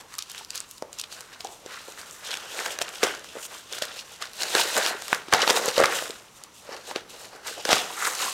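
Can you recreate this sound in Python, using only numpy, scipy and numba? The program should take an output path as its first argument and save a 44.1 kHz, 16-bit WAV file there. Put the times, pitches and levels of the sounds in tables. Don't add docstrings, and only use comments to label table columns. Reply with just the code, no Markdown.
import sys
import numpy as np
from scipy import signal
from scipy.fft import rfft, irfft
from scipy.io import wavfile
from numba import njit

SR = 44100
rng = np.random.default_rng(int(sys.argv[2]) if len(sys.argv) > 2 else 0)


def nominal_scale(level):
    x = np.asarray(level, float) / 20
    return 10 ** x


def wav_out(sig):
    wavfile.write(sys.argv[1], SR, np.round(np.clip(np.atleast_2d(sig).T, -1, 1) * 32767).astype(np.int16))


N = 367353
TIME = np.arange(N) / SR

# f/Hz, relative level per Hz/dB
HISS_SPECTRUM = [(18, -36), (30, -4.5), (90, 0.5), (437, -2.5), (526, -4.5), (740, -7.5), (1070, 1),
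                 (1630, -10), (2750, -7.5), (4650, -11), (5900, -10.5), (12000, -19), (16000, -27)]
# f/Hz, rms level/dB
WHINE_LINES = [(5879, -68)]
HISS_DB = -54.5

# peak t/s, rise by 20 dB/ms, fall by 20 dB/ms,
# level midway between boom and creak/dB, creak over boom/dB
FLEX_MOVES = [(0.002, 50, 149, -50.5, 0), (0.138, 67, 56, -55.5, 18), (0.188, 20, 64, -58, 20.4),
              (0.406, 225, 65, -51.5, 7), (0.551, 103, 185, -50.5, 7), (0.824, 10, 122, -49, -16.0),
              (1.047, 259, 19, -57.5, 10.4), (1.203, 244, 132, -49.5, 3.4), (1.335, 72, 67, -50, 9.8),
              (1.408, 29, 53, -51.5, 4.3), (1.444, 7, 204, -47, -7.5), (1.667, 161, 118, -56.4, -11.4),
              (1.703, 61, 335, -47.5, 12.5), (1.889, 68, 120, -50.6, -5), (1.981, 31, 351, -47.5, 7.5),
              (2.315, 212, 469, -42.5, 4), (2.607, 138, 76, -35.5, 2.5), (2.661, 39, 185, -35, 2),
              (2.805, 27, 591, -43.5, 2.0), (3.036, 19, 120, -26.5, 3.5), (3.364, 65, 159, -43.5, 2),
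              (3.514, 22, 186, -46.4, 6), (3.731, 69, 282, -44.5, 4.2), (3.817, 7, 382, -43.7, 4),
              (4.118, 67, 97, -53, 3.9), (4.221, 39, 118, -41.5, 4.5), (4.417, 80, 591, -39.3, 2),
              (4.557, 36, 170, -25, 2.6), (4.77, 23, 71, -23.5, -3.5), (4.884, 369, 155, -32.5, 7),
              (5.144, 82, 98, -35, 5.5), (5.329, 6.5, 63, -17.5, 3), (5.43, 111, 67, -26.1, 3),
              (5.502, 50, 52, -25.5, 0.1), (5.57, 100, 87, -26.5, -2), (5.69, 281, 68, -31.5, 1),
              (5.798, 45, 251, -23.5, 2.2), (6.433, 206, 190, -56, 2), (6.728, 105, 121, -39, -0.2),
              (6.913, 87, 49, -40.0, 0.8), (6.96, 22, 77, -37, 1), (7.156, 74, 33, -47.5, -7),
              (7.272, 369, 27, -49.1, -1.5), (7.349, 96, 190, -46.5, -1), (7.466, 36, 200, -41, 6.5),
              (7.578, 25, 86, -46, -14), (7.703, 43, 206, -25.5, 1.6), (8.055, 143, 146, -32, 8.5),
              (8.228, 156, 223, -35.5, 7.2)]
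# peak t/s, rise by 20 dB/ms, fall by 20 dB/ms,
# level midway between crackle and sizzle/dB, sizzle over crackle/dB
TEAR_MOVES = [(0.002, 50, 46, -49.2, -4), (0.143, 95, 58, -49, -0.4), (0.186, 13, 95, -44.5, -8),
              (0.308, 32, 32, -45, -3), (0.386, 161, 98, -43.5, -3.8), (0.51, 31, 48, -46, -6),
              (0.554, 29, 104, -39, -4), (0.706, 50, 123, -51, 7), (0.777, 31, 31, -53.6, 2.4),
              (0.939, 37, 83, -52, 0.5), (0.993, 24, 89, -44, -5.5), (1.12, 37, 215, -44.1, -2.5),
              (1.333, 41, 54, -50.4, -9), (1.409, 21, 26, -46.1, -0.2), (1.454, 59, 44, -47.5, -8),
              (1.517, 84, 178, -50, 3), (1.726, 124, 292, -46.5, -7), (1.9, 184, 128, -48.5, 2),
              (1.993, 64, 98, -45, 0), (2.071, 82, 148, -47, 0.1), (2.131, 48, 270, -48, 5),
              (2.26, 39, 61, -39, -4), (2.334, 110, 105, -36.5, -9), (2.602, 315, 170, -37.5, -4.5),
              (2.662, 55, 59, -38, -2), (2.723, 70, 61, -36, -2.5), (2.821, 20, 22, -31.5, -3.6),
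              (2.893, 231, 35, -46, -6.7), (2.95, 104, 289, -43, -2.9), (3.04, 33, 142, -31.2, -6.9),
              (3.244, 22, 576, -49.3, -7), (3.456, 119, 23, -39.5, 7), (3.554, 146, 161, -45.3, -2.5),
              (3.759, 100, 84, -38, -5.5), (3.819, 2, 85, -36, -5), (3.996, 174, 49, -40.5, -6.5),
              (4.14, 220, 95, -48, -2.5), (4.218, 23, 128, -41, -7.5), (4.425, 79, 93.5, -32.5, -3),
              (4.602, 155, 90, -24, -3.9), (4.781, 248, 82, -30, 0.5), (4.887, 337, 63, -30.7, -5.5),
              (5.141, 348, 92, -38, -2.5), (5.337, 20, 63, -27.5, -9.5), (5.426, 104, 65, -30.0, -10),
              (5.501, 52, 28, -23.5, -6), (5.571, 105, 41, -28.0, 1.5), (5.693, 357, 46, -32.5, -4),
              (5.783, 116, 132, -31, -5), (5.839, 13, 232, -38, -9), (5.952, 117, 224, -32, -0.8),
              (6.373, 77, 67, -53.5, 6), (6.441, 49, 52, -53, -5), (6.555, 49, 279, -53, 3),
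              (6.727, 133, 152, -48, -8), (6.896, 105, 98, -42.5, -1.7), (6.96, 17, 77, -44.5, -14),
              (7.101, 28, 280, -47.2, -2.9), (7.225, 129, 114, -47, -0.9), (7.358, 100, 58, -52.5, -4.5),
              (7.474, 38, 139, -35, -3), (7.612, 126, 27, -46.6, -8.6), (7.716, 72, 183, -25.5, -7.5),
              (8.064, 207, 183, -33, 4), (8.222, 138, 296, -30.5, -2.0)]
# t/s, boom f/Hz, creak f/Hz, crackle f/Hz
BEND_PITCHES = [(0.0, 790, 1190, 3330), (0.23, 616, 1200, 4600), (0.37, 840, 1730, 3160),
                (0.42, 802, 919, 4280), (0.51, 716, 1540, 4430), (0.81, 556, 1020, 4240),
                (1.34, 631, 1540, 3570), (1.46, 750, 919, 3960), (1.58, 556, 1400, 4050),
                (2.74, 615, 1480, 3140), (4.82, 590, 1500, 3960), (5.26, 684, 1420, 3440),
                (5.75, 544, 1130, 3800), (6.17, 556, 1580, 3640), (6.22, 590, 1180, 3550),
                (7.54, 584, 1450, 4200), (7.59, 636, 1250, 3220), (8.33, 780, 1140, 4370)]
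BEND_RING_DB = -3.5
BEND_WANDER_OCT, BEND_STEP_S = 0.12, 0.08
# f/Hz, width/Hz, level/dB
BOOM_MODES = [(200, 61, -9), (310, 120, -5), (490, 151, -0.5), (640, 210, 0.5), (820, 414, -1.5)]
CREAK_MODES = [(1100, 593, -2), (1500, 460, 4), (1947, 1070, -1)]
CRACKLE_MODES = [(2800, 950, -1.9), (3900, 630, 1), (5200, 2600, -3.5)]
SIZZLE_MODES = [(6800, 2970, -1.5), (9400, 1880, 2.5), (11530, 5860, -4)]

# t/s, direct peak level/dB, centre f/Hz, length/ms, creak peak level/dB
FIBRE_SNAPS = [(.01, -33, 5430, 1.4, -39), (.1396, -29, 4400, 1.5, -31.5), (.152, -28, 5400, 1.7, -43),
               (0.1838, -17, 7500, 1.4, -45), (0.1882, -15, 4900, 3.3, -36), (.2065, -31, 4100, 1.5, -49),
               (.223, -19, 5440, 2.7, -44), (0.2976, -28, 6300, 3.4, -37), (0.3157, -26, 7700, 2.3, -42),
               (0.347, -25, 3440, 1.3, -28), (.3784, -28, 4300, 4.5, -39), (0.448, -23, 5500, 1.1, -52),
               (0.5048, -17, 5000, 1.5, -48), (0.5495, -24, 5930, 1.9, -40), (.555, -20, 7500, 3.6, -35),
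               (.5764, -16, 5200, 2, -43), (0.6033, -15, 6240, 0.92, -37), (.7116, -27, 8200, 1, -46),
               (.7802, -29.5, 6100, 2, -53), (.8228, -26.5, 5300, 1.8, -32), (.9289, -23.5, 6500, 2.5, -40),
               (0.987, -19, 6800, 0.96, -40), (.996, -17, 5700, 4.1, -32), (1.013, -19, 5500, 1.9, -49),
               (1.0372, -25, 3280, 4.9, -37), (1.124, -27.5, 4730, 4.2, -31),
               (1.207, -22.5, 7400, 1.1, -34), (1.213, -28, 6900, .73, -43), (1.4064, -20, 3900, 1.2, -36),
               (1.4462, -23, 6550, 1.9, -42), (1.4707, -26, 4500, 0.93, -45), (1.6613, -28, 4530, 1.9, -43),
               (1.9219, -30, 6100, 1.2, -48), (2.0138, -27, 6000, 2.6, -40), (2.11, -25, 6200, 1.5, -43),
               (2.308, -23, 3140, 1.5, -29), (2.313, -18, 3330, 3.9, -38), (2.33, -25, 3700, 1.4, -26),
               (2.3403, -14, 2880, 1.8, -37), (2.3525, -22, 3200, 1.3, -26), (2.371, -24, 5200, 2.1, -30),
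               (2.59, -28, 3800, 1.9, -18), (2.6604, -16, 4000, 2, -16), (2.788, -16, 3970, 1.3, -21),
               (2.815, -13, 3900, 3, -14), (2.821, -17, 5740, 2.1, -33), (2.8818, -24, 3430, 1.1, -30),
               (2.8897, -23.5, 6040, 1.8, -29), (3.0303, -10.5, 3000, 4.3, -7), (3.036, -8, 5330, 2.3, -11),
               (3.0868, -24, 3100, 1.9, -30), (3.1496, -24, 5300, 1.5, -53), (3.194, -30, 6200, 1.5, -50),
               (3.2434, -31, 4800, 2.1, -32), (3.4517, -27, 4800, 2.4, -30), (3.4634, -29, 8100, 1.7, -47),
               (3.725, -21, 5800, 3, -32), (3.733, -19, 3800, 1.9, -35), (3.7824, -22, 4180, 4.3, -26),
               (3.7872, -20, 7240, 1.3, -39), (3.8206, -15, 4000, 5.5, -20), (3.8526, -22, 6800, 1.7, -39),
               (4.1598, -31, 5600, 1.5, -48), (4.2231, -15, 4000, 1.7, -24), (4.2542, -28, 4500, 2, -32),
               (4.3335, -26, 6260, 1, -52), (4.421, -15, 4800, 1.6, -34), (4.433, -11.5, 5940, .86, -22),
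               (4.5507, -5.5, 4530, 1.1, -8), (4.7658, -12, 5300, 2.1, -19), (4.7767, -12, 6800, 1.4, -23),
               (4.799, -28, 4800, 1.7, -20), (4.8625, -11, 3900, 1.4, -13), (5.0206, -22, 6150, 2.4, -28),
               (5.0813, -15, 6600, 0.87, -24), (5.1293, -17, 2700, 1.8, -6), (5.1467, -18, 5400, 2, -21),
               (5.2827, -33, 4600, 6.2, -27.5), (5.3257, -10, 2970, 1.9, -5), (5.336, 0, 4800, 2.1, 1),
               (5.3463, -14, 3780, 2.9, -24), (5.4768, -3, 3130, 1.6, -9), (5.4995, -5, 3580, 2.3, -20),
               (5.5052, -5.5, 3900, 1.6, -7), (5.658, -10, 7700, 1.4, -30), (5.6798, -19, 4500, 3.5, -28),
               (5.6854, -13, 5200, 3.9, -20), (5.7802, -7, 4800, 0.77, -20), (5.7896, -14, 4500, 1, -22),
               (5.802, -13, 5700, 1.2, -14), (5.8137, -15, 4200, 1.1, -24), (5.837, -21, 3680, 1.5, -7),
               (5.8414, -8, 2800, 1.8, -7), (5.857, -5, 3900, 1.2, -18), (5.9883, -28, 5200, 1.4, -18),
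               (6.0227, -33, 4080, 1.6, -21), (6.106, -20.5, 3830, 2.2, -37), (6.437, -23, 6200, 1.5, -40),
               (6.7654, -29, 4930, 0.98, -32), (6.9108, -29, 3500, 1.5, -23),
               (6.9595, -16.5, 3670, 2.3, -19.5), (7.2546, -31.5, 6470, 2.2, -37),
               (7.6513, -10.5, 4940, 2.8, -16), (7.69, -15, 4730, 1.5, -16), (7.718, -4, 4100, 1.3, -18),
               (7.7298, 1.5, 3600, 1.1, -7), (8.0492, -16, 5730, 2.1, -26), (8.0521, -19, 5400, 2.4, -21),
               (8.0687, -17, 4200, 1.6, -18), (8.151, -20, 6100, 2.3, -32)]
SNAP_WIDTH = 1
SNAP_PEAK_SHARE = 0.35
# t/s, nominal level before the bass cut/dB, f/Hz, ring t60/s
SHEET_POPS = [(0.1835, -32.5, 1250, 0.043), (.4108, -33, 880, 0.029), (0.8239, -13, 540, 0.0082),
              (1.404, -37, 695, .025), (1.449, -22, 785, 0.037), (1.661, -23.5, 470, .015),
              (1.718, -36, 533, .025), (1.8838, -26, 510, 0.016), (2.6602, -23, 654, .019),
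              (2.6672, -29, 650, 0.023), (2.789, -30, 587, 0.022), (2.8138, -19, 640, 0.024),
              (2.8212, -20, 680, .018), (3.0324, -7.5, 450, 0.03), (3.0466, -18, 465, 0.025),
              (3.071, -17, 674, 0.014), (3.0951, -27, 420, 0.03), (3.3539, -25.5, 490, .022),
              (3.3688, -21.5, 507, 0.018), (3.5274, -34, 980, .02), (3.5507, -32, 1120, 0.019),
              (3.7238, -31, 520, 0.025), (3.7839, -33, 690, .025), (3.8213, -17, 610, .025),
              (4.2213, -26, 1210, .022), (4.5515, -10.5, 420, 0.019), (4.5967, -16.5, 930, 0.041),
              (4.6544, -28, 410, .031), (4.729, -27, 554, 0.032), (4.778, -19, 520, .03),
              (4.8006, -23, 510, .021), (4.9091, -20.5, 705, 0.028), (4.95, -25.5, 412, 0.039),
              (5.0208, -30, 724, 0.018), (5.1291, 0.5, 1170, 0.0047), (5.2838, -26.5, 360, .025),
              (5.3263, -22, 1110, .017), (5.3466, -5, 840, 0.0092), (5.3917, -16.5, 820, .021),
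              (5.4306, -13, 533, .025), (5.4761, -6.5, 860, 0.0099), (5.4951, -13, 1000, .023),
              (5.5055, -7.5, 410, 0.02), (5.5733, -13, 710, 0.024), (5.6562, -16, 510, .018),
              (5.6801, -13.5, 485, .039), (5.7722, -28, 557, 0.02), (5.779, -6, 547, 0.032),
              (5.8014, -1, 580, 0.015), (5.8139, -4.5, 510, 0.019), (5.8273, -9.5, 600, 0.026),
              (5.8408, -9.5, 1190, 0.015), (6.023, -20.5, 580, .023), (6.0982, -21.5, 445, 0.024),
              (6.6911, -26.5, 550, .034), (6.7178, -30, 510, 0.023), (6.901, -30, 925, .013),
              (6.9125, -21, 920, 0.015), (6.9606, -14.5, 414, 0.015), (7.3515, -34, 460, .019),
              (7.4633, -31, 900, .027), (7.5124, -29, 467, 0.022), (7.5773, -32, 686, 0.033),
              (7.6551, -15.5, 503, 0.016), (7.6914, -7, 620, 0.011), (7.7197, -9, 724, 0.012),
              (7.7292, 0, 640, 0.0077), (7.9034, -26, 990, .029), (8.0736, -21, 986, 0.051),
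              (8.0804, -23, 1110, 0.028), (8.227, -23, 1014, .039), (8.263, -24, 1020, 0.032),
              (8.2814, -22, 1100, 0.024)]
# t/s, level applied to the bed modes/dB
BED_THUDS = [(2.815, -47), (3.032, -43), (3.822, -54), (4.55, -58), (5.126, -41.5), (5.334, -29.5),
             (5.498, -47), (5.681, -41), (5.793, -37), (5.838, -35), (7.73, -32)]
# f/Hz, relative level/dB, t60/s
BED_MODES = [(106, 0, 0.048), (163, 4, 0.058)]
BED_ECHO_S, BED_ECHO_DB = 0.000865, -26

TICK_DB, TICK_SPREAD_DB, TICK_HZ, TICK_CREAK_DB = 7.5, 2.5, 4800, 1.5
POPLET_DB, POPLET_HZ, POPLET_T60_S = 7, 620, 0.021

# f/Hz, t60/s
ROOM_DECAY = [(150, 0.83), (600, 0.18), (2000, 0.34), (6000, 0.15), (14000, 0.061)]
# f/Hz, width/Hz, t60/s, level/dB
ROOM_LINGER = (508, 132, 0.04, -1.5)
ROOM_DB = -19.5
TOP_HZ = 15800


def unit(x):
    return x / np.sqrt(np.mean(x ** 2))


def resonate(x, modes):
    out = 0
    for k, (hz, width, db) in enumerate(modes):
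        band = signal.lfilter(*signal.iirpeak(hz, hz / width, SR), x)
        out = out + (-1) ** k * nominal_scale(db) * band
    return out


def add(out, s, sound):
    start = int(s * SR)
    out[start:start + len(sound)] += sound[:N - start]


def camera():
    hz, db = np.transpose(HISS_SPECTRUM)
    log_bins = np.log(np.fft.rfftfreq(N, 1 / SR) + 1)
    shape = nominal_scale(np.interp(log_bins, np.log(hz), db))
    out = nominal_scale(HISS_DB) * unit(irfft(rfft(rng.standard_normal(N)) * shape, N))
    for line_hz, line_db in WHINE_LINES:
        whine = resonate(rng.standard_normal(N), [(line_hz, 12., 0)])
        out = out + nominal_scale(line_db) * unit(whine)
    return out


def swells(rows):
    grid_s = TIME[::16]
    power = np.full((2, len(grid_s)), 1e-9)
    for s, rise_ms, fall_ms, db, tilt_db in rows:
        ms = 1000 * (grid_s - s)
        drop_db = 20 * np.where(ms < 0, -ms / max(rise_ms, 4), ms / max(fall_ms, 4))
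        power += nominal_scale(2 * (db - drop_db)) * nominal_scale(np.array([[-tilt_db], [tilt_db]]))
    return [np.interp(TIME, grid_s, gain) for gain in np.sqrt(power)]


def grains(per_s, spread_db, smear_s):
    when, size = rng.random(N), rng.exponential(size=N)
    hits = (when < per_s / SR) * nominal_scale(2 * spread_db * np.minimum(size, 4.5))
    power = signal.lfilter([1], [1, -np.exp(-1 / (smear_s * SR))], hits)
    return unit(np.sqrt(power + 1e-9))


def wander(step_s):
    knots = rng.standard_normal(400)
    return np.interp(TIME / step_s, np.arange(len(knots)), knots)


@njit
def sweep(x, hz, width):
    y, band, low = np.empty(len(x)), 0., 0.
    for i in range(len(x)):
        g = np.tan(np.pi * hz[i] / SR)
        v = (band + g * (x[i] - low)) / (1 + g * (g + width))
        band, low, y[i] = 2 * v - band, low + 2 * g * v, width * v
    return y


def rustle():
    gains = [*swells(FLEX_MOVES), *swells(TEAR_MOVES)]
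    bend_s, *bend_hz = np.transpose(BEND_PITCHES)
    ringing = nominal_scale(BEND_RING_DB)
    common = grains(per_s=700., spread_db=3, smear_s=.0012)
    layers = [(BOOM_MODES, .2, .4, .3), (CREAK_MODES, .25, .45, .33),
              (CRACKLE_MODES, .3, .4, .33), (SIZZLE_MODES, .3, .3, None)]
    out = 0
    for k, (modes, shared, own, width) in enumerate(layers):
        local = grains(per_s=300., spread_db=4, smear_s=.002)
        contour = (1 - shared - own) + shared * common + own * local
        drive, rub = rng.standard_normal((2, N)) * contour
        sound = unit(resonate(resonate(drive, modes), modes))
        if k < len(bend_hz):
            hz = np.interp(TIME, bend_s, bend_hz[k]) * 2 ** (BEND_WANDER_OCT * wander(BEND_STEP_S))
            bend = unit(sweep(sweep(rub, hz, width), hz, width))
            sound = (sound + ringing * bend) / np.hypot(1, ringing)
        out = out + sound * gains[k]
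    return out


def small_events(count):
    tick_s, pop_s = rng.random((2, count)) * N / SR
    size, pitch, length = rng.standard_normal((3, count))
    boom_db, creak_db = 20 * np.log10(swells(FLEX_MOVES))
    crackle_db, _ = 20 * np.log10(swells(TEAR_MOVES))

    ticks = np.c_[tick_s,
                  np.interp(tick_s, TIME, crackle_db) + TICK_DB + TICK_SPREAD_DB * size,
                  TICK_HZ * 2 ** (.35 * np.clip(pitch, -2, 2)),
                  1.7 * 2 ** (.4 * length),
                  np.interp(tick_s, TIME, creak_db) + TICK_CREAK_DB]
    poplets = np.c_[pop_s,
                    np.interp(pop_s, TIME, boom_db) + POPLET_DB + TICK_SPREAD_DB * length,
                    POPLET_HZ * 2 ** (.4 * size),
                    np.full(count, POPLET_T60_S)]
    return ticks, poplets


def burst(noise, swell_s):
    t = np.arange(len(noise)) / SR / swell_s
    return noise * t * np.exp(-t)


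def snaps(rows):
    out = np.zeros(N)
    noise = rng.standard_normal((len(rows), 2, 768))
    for (s, db, hz, ms, creak_db), (tick_noise, creak_noise) in zip(rows, noise):
        band = signal.iirpeak(hz, 1 / SNAP_WIDTH, SR)
        tick = burst(tick_noise, SNAP_PEAK_SHARE * ms / 1000)
        tick = signal.lfilter(*band, signal.lfilter(*band, tick))
        creak = resonate(burst(creak_noise, 0.00065), CREAK_MODES)
        add(out, s, nominal_scale(db) * tick / abs(tick).max() + nominal_scale(creak_db) * creak / abs(creak).max())
    return out


def ring(hz, t60, size=2048):
    t = np.arange(size) / SR
    return np.sin(2 * np.pi * hz * t) * np.exp(-np.log(1000) * t / t60)


def pops(rows):
    out = np.zeros(N)
    for s, db, hz, t60 in rows:
        onset = 1 - np.exp(-np.arange(2048) * hz / SR / 0.063)
        add(out, s, nominal_scale(db) * ring(hz, t60) * onset)
    return signal.sosfilt(signal.butter(2, 260., "high", fs=SR, output="sos"), out)


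def thuds():
    None
    out = np.zeros(N)
    onset = 1 - np.exp(-np.arange(2048) / SR / 0.00078)
    thud = sum(nominal_scale(db) * ring(hz, t60) for hz, db, t60 in BED_MODES) * onset
    for s, db in BED_THUDS:
        add(out, s, nominal_scale(db) * thud)
    return out


def room(x):
    t, tail = np.arange(SR // 3) / SR, 0
    for hz, t60 in ROOM_DECAY:
        band = signal.lfilter(*signal.iirpeak(hz, .7, SR), rng.standard_normal(len(t)))
        tail = tail + band * np.exp(-np.log(1000) * t / t60)
    hz, width, t60, db = ROOM_LINGER
    linger = resonate(rng.standard_normal(len(t)), [(hz, width, db)])
    tail = tail + linger * np.exp(-np.log(1000) * t / t60)
    tail = tail * np.clip(t / 0.0068 - .6, 0, 1)
    return signal.fftconvolve(x, tail / np.sqrt(np.sum(tail ** 2)))[:N]


def scene():
    ticks, poplets = small_events(count=250)
    hits = snaps([*FIBRE_SNAPS, *ticks]) + pops([*SHEET_POPS, *poplets]) + thuds()
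    hits = hits + nominal_scale(BED_ECHO_DB) * np.roll(hits, int(BED_ECHO_S * SR))
    dog = hits + rustle()
    return (dog + nominal_scale(ROOM_DB) * room(dog) + camera())[None]


def low_pass(x):
    return signal.sosfilt(signal.butter(12, 17000, fs=SR, output="sos"), x)


def record(dry):
    soft = signal.sosfilt(signal.ellip(8, .2, 45, TOP_HZ, fs=SR, output="sos"), dry)
    mix = np.tanh(1.088 * soft) / 1.14
    return low_pass(mix)


dry = scene()
out = record(dry)
wav_out(out)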